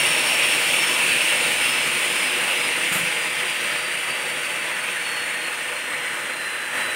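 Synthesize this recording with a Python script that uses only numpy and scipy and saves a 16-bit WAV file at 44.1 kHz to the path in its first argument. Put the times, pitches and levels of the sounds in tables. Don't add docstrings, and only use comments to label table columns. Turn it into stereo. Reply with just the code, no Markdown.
import sys
import numpy as np
from scipy import signal
from scipy.fft import rfft, irfft
from scipy.io import wavfile
from scipy.ndimage import uniform_filter1d

SR = 44100
rng = np.random.default_rng(int(sys.argv[2]) if len(sys.argv) > 2 else 0)


def unload_wav(signal):
    wavfile.write(
        sys.argv[1],
        SR,
        np.round(np.clip(np.atleast_2d(signal).T, -1, 1) * 32767).astype(np.int16),
    )


N = 306495

# (time [s], rate [Hz])
TOOTH_RATE = [(0.0, 5457), (0.48, 5458), (0.9, 5419), (1.2, 5390), (1.35, 5342), (1.7, 5238), (2.0, 5158),
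              (2.7, 4980), (3.3, 4833), (4.0, 4652), (5.0, 4407), (6.0, 4173), (6.95, 3955)]
# (frequency [Hz], relative density [dB per Hz])
EDDY_SPECTRUM = [(700, -40), (1300, -13), (1800, -4.5), (2250, 0.9), (2700, -1.7), (3100, -5), (3700, -9),
                 (4500, -14), (5500, -22.5), (8000, -30.5)]
# (frequency [Hz], relative density [dB per Hz])
ROAR_SPECTRUM = [(20, -48.5), (35, -36.3), (60, -26), (100, -17.5), (150, -7), (300, -3.5), (550, 0.0),
                 (750, -2.5), (1100, -0.2), (1700, -1.5), (2600, -32), (5000, -33)]
# (frequency [Hz], relative density [dB per Hz])
HISS_SPECTRUM = [(2500, -26), (4200, -12), (5600, -11), (6900, -11), (7900, -8.5), (8650, -1.3),
                 (9200, 0.5), (9800, -7), (10800, -11), (12000, -15.6), (13000, -20), (15600, -15.5)]
# (centre [Hz], width at half height [Hz], height [dB])
CABINET_PEAKS = [(102, 11, 11.5), (146, 17, 6.5), (185, 18, 3.5), (216, 28, -1.5), (257.5, 31, 5.5),
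                 (277, 20, -5), (318, 17, 6), (367, 6, 7), (423, 22, -10), (491.5, 52, 6.5), (601, 62, 4.5),
                 (745, 111, 0), (849.5, 31, 6.5), (997, 78, 2), (1100, 100, -0.5), (1829, 245, 0),
                 (2160, 58, -3), (2405, 99, -2), (2650, 630, 3.5), (3110, 610, 2.5), (3600, 150, -0.4),
                 (7400, 318, 1.2)]
# (centre [Hz], width at half power [Hz], level of the whine before a common trim [dB])
STANDING_WAVES = [(5453, 15, -38), (5423, 12, -33), (5370, 34, -42), (5232, 32, -37), (5105, 45, -42),
                  (4998, 18, -42), (4846, 18, -44), (4780, 18, -43), (4690, 22, -40), (4626, 24, -42.5),
                  (4370, 38, -38.5), (4306, 32, -43.5), (4070, 60, -43), (3973, 24, -38.5)]
# (frequency [Hz], relative density [dB per Hz])
PUFF_SPECTRUM = [(400, -15), (1700, 4), (3000, -9), (4800, -8), (5900, -21), (7000, -2.5), (7900, -7),
                 (9000, 3), (10000, -10), (12000, -4.5), (15500, -13)]
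# (time [s], level [dB])
PISTON_KNOCKS = [(2.912, -26), (2.951, -25), (2.988, -32), (3.006, -28), (3.029, -28), (3.067, -31)]
# (frequency [Hz], relative level [dB], decay time T60 [s])
CLAMP_MODES = [(154, -15, .09), (177, 4.5, 0.071), (226, -18, .06)]

TIME = np.arange(N) / SR
WINDOW, HOP = 4096, 1024
FRAME_S = np.arange(N // HOP + 5) * HOP / SR
BIN_HZ = np.fft.rfftfreq(WINDOW, 1 / SR)

ROAR_DB, ROAR_DB_PER_DOUBLING = -32, 16.0
EDDY_DB, EDDY_DB_PER_DOUBLING = -21, 19
HISS_DB, HISS_DB_PER_DOUBLING = -28.3, 31.5
HISS_FLOOR_DB = -43.5
SWELL_START_S, SWELL_RISE_S, SWELL_FADE_S = 6.72, 0.065, 0.25
SWELL_DB, SWELL_HISS_DB = 5.0, 4
ARM_IN_S, ARM_OUT_S = 3.12, 5.1
ARM_MOVE_S = 0.35
ARM_HZ, ARM_OCTAVES, ARM_DIP_DB = 285, 0.46, -3.5
ARM_SHADE_DB = -0.5
ECHO_T60_S = 0.77
PUFF_START_S = 2.919


def blade_air(slide=0.78, thinning_db=2.5, dulling_db=19.0, ripple_db=1.8, patchy_db=1.06, gust_db=0.53):
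    speed = tooth_rate(FRAME_S)[:, None] / TOOTH_RATE[0][1]
    roar_level, eddy_level, hiss_level = air_levels(speed[:, 0])
    cabinet = cabinet_response(ripple_db)
    eddies = read(EDDY_SPECTRUM, BIN_HZ / speed ** slide)
    octaves_below_500 = np.log2(np.clip(BIN_HZ / 500, 0.35, 1))
    roar = read(ROAR_SPECTRUM, BIN_HZ) + thinning_db * (1 - speed) * octaves_below_500
    octaves_above_9000 = np.log2(np.maximum(BIN_HZ / 9000, 1))
    hiss = read(HISS_SPECTRUM, BIN_HZ) - dulling_db * (1 - speed) * octaves_above_9000
    power = band_power(eddies + cabinet, eddy_level, (1400, 3800))
    power += band_power(roar + cabinet, roar_level, (250, 1200))
    power += band_power(hiss + cabinet, hiss_level, (5800, 15500))
    patches = uniform_filter1d(rng.standard_normal(power.shape), size=4, axis=0)
    patches = evened(uniform_filter1d(patches, size=40, axis=1))
    white = rng.standard_normal(power.shape) + 1j * rng.standard_normal(power.shape)
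    spectra = white * np.sqrt(power) * gain_of(patchy_db * patches + arm_shadow())
    air = signal.istft(spectra.T, nperseg=WINDOW, noverlap=WINDOW - HOP)[1][:N]
    overall_rms = np.sqrt(power.sum(1).mean())
    return overall_rms * evened(air) * gain_of(gust_db * wander(36))


def air_levels(speed):
    doublings = np.log2(speed)
    roar = ROAR_DB + ROAR_DB_PER_DOUBLING * doublings
    eddies = EDDY_DB + EDDY_DB_PER_DOUBLING * doublings
    moving_hiss = gain_of(HISS_DB + HISS_DB_PER_DOUBLING * doublings)
    hiss = 20 * np.log10(np.hypot(moving_hiss, gain_of(HISS_FLOOR_DB)))
    rise = swell()
    return roar + SWELL_DB * rise, eddies + SWELL_DB * rise, hiss + SWELL_HISS_DB * rise


def swell():
    t = FRAME_S - SWELL_START_S
    return np.clip(t / SWELL_RISE_S, 0, 1) * np.exp(-np.maximum(t - SWELL_RISE_S, 0) / SWELL_FADE_S)


def cabinet_response(ripple_db):
    peaks = sum(db * 2 ** -((2 * (BIN_HZ - hz) / width) ** 2) for hz, width, db in CABINET_PEAKS)
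    ripple = evened(uniform_filter1d(rng.standard_normal(len(BIN_HZ)), size=3))
    ripple_weight = np.interp(BIN_HZ, [500, 1500, 3000, 7000], [0, 0.76, 0.61, 0.0])
    return peaks + ripple_db * ripple * ripple_weight


def arm_shadow():
    inside_s = np.minimum(FRAME_S - ARM_IN_S, ARM_OUT_S - FRAME_S)
    cover = np.clip(0.5 + inside_s / ARM_MOVE_S, 0, 1)[:, None]
    octaves_off = np.log2((BIN_HZ + 1) / ARM_HZ)
    dip = 2 ** -((2 * octaves_off / ARM_OCTAVES) ** 2)
    return cover * (ARM_SHADE_DB + ARM_DIP_DB * dip)


def tooth_whine(direct_db=-53.5, echo_db=-48.5, echo_db_per_doubling=8.0, standing_db=-1.0,
                octave_db=-57.0, octave_echo_db=-47.5, octave_colour=0.62,
                waver_hz=0.85, flutter_db=2.5):
    rate = tooth_rate(TIME)
    cycles = np.cumsum(rate + waver_hz * wander(15.0)) / SR
    standing_power = sum(gain_of(db + standing_db) ** 2 * 2 ** -((2 * (rate - hz) / width) ** 2)
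                         for hz, width, db in STANDING_WAVES)
    doublings = np.log2(rate / TOOTH_RATE[0][1])
    echo = cabinet_echo(cycles) * gain_of(echo_db + echo_db_per_doubling * doublings)
    first = np.sqrt(gain_of(direct_db) ** 2 + standing_power + echo ** 2)
    octave = np.hypot(gain_of(octave_db), gain_of(octave_echo_db) * cabinet_echo(2 * cycles))
    octave *= gain_of(octave_colour * read(HISS_SPECTRUM, 2 * rate))
    whine = first * np.sin(2 * np.pi * cycles) + octave * np.sin(2 * np.pi * 2 * cycles)
    return np.sqrt(2) * whine * gain_of(flutter_db * wander(43))


def tooth_rate(t):
    s, hz = np.transpose(TOOTH_RATE)
    return np.interp(t, s, hz)


def cabinet_echo(cycles):
    t = np.arange(SR // 2) / SR
    tail = rng.standard_normal(len(t)) * np.exp(-np.log(1000) * t / ECHO_T60_S)
    tone = np.exp(2j * np.pi * cycles)
    return abs(signal.fftconvolve(tone, tail / np.linalg.norm(tail))[:N])


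def clamp_puff(db=-25.5, rise_s=0.0068, blow_s=0.041, dying_s=0.041):
    t = TIME - PUFF_START_S
    flow = np.clip(t / rise_s, 0, 1) * np.exp(-np.maximum(t - blow_s, 0) / dying_s)
    colour = gain_of(read(PUFF_SPECTRUM, np.fft.rfftfreq(N, 1 / SR)))
    hiss = evened(irfft(rfft(rng.standard_normal(N)) * colour, N))
    return gain_of(db) * flow * hiss


def clamp_knocks(rise_s=0.0053):
    out = np.zeros(N)
    t = np.arange(SR // 2) / SR
    ring = sum(gain_of(db) * np.exp(-np.log(1000) * t / t60) * np.sin(2 * np.pi * hz * t)
               for hz, db, t60 in CLAMP_MODES)
    ring *= 1 - np.exp(-(t / rise_s) ** 2)
    for s, db in PISTON_KNOCKS:
        start = round(s * SR)
        out[start:start + len(t)] += gain_of(db) * ring
    return out


def gain_of(db):
    return 10 ** (np.asarray(db) / 20)


def evened(x):
    return x / np.sqrt(np.mean(x ** 2) + 1e-20)


def read(points, hz):
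    f, db = np.transpose(points)
    return np.interp(np.log(hz + 1), np.log(f + 1), db)


def wander(rate_hz):
    hz = np.fft.rfftfreq(N, 1 / SR)
    return evened(irfft(rfft(rng.standard_normal(N)) * np.exp(-(hz / rate_hz) ** 2), N))


def band_power(shape_db, level_db, band):
    power = np.atleast_2d(gain_of(shape_db) ** 2)
    inside = (BIN_HZ > band[0]) & (BIN_HZ < band[1])
    return power / power[:, inside].sum(1, keepdims=True) * gain_of(level_db)[:, None] ** 2


def scene():
    machine = blade_air() + tooth_whine() + clamp_puff() + clamp_knocks()
    return np.array([machine, machine])


def record(dry):
    highpass = signal.butter(4, 42, "highpass", fs=SR, output="sos")
    lowpass = signal.firwin(1023, 15780, window=("kaiser", 9), fs=SR)
    return signal.oaconvolve(signal.sosfilt(highpass, dry), lowpass[None], "same", axes=1)


dry = scene()
out = record(dry)
unload_wav(out)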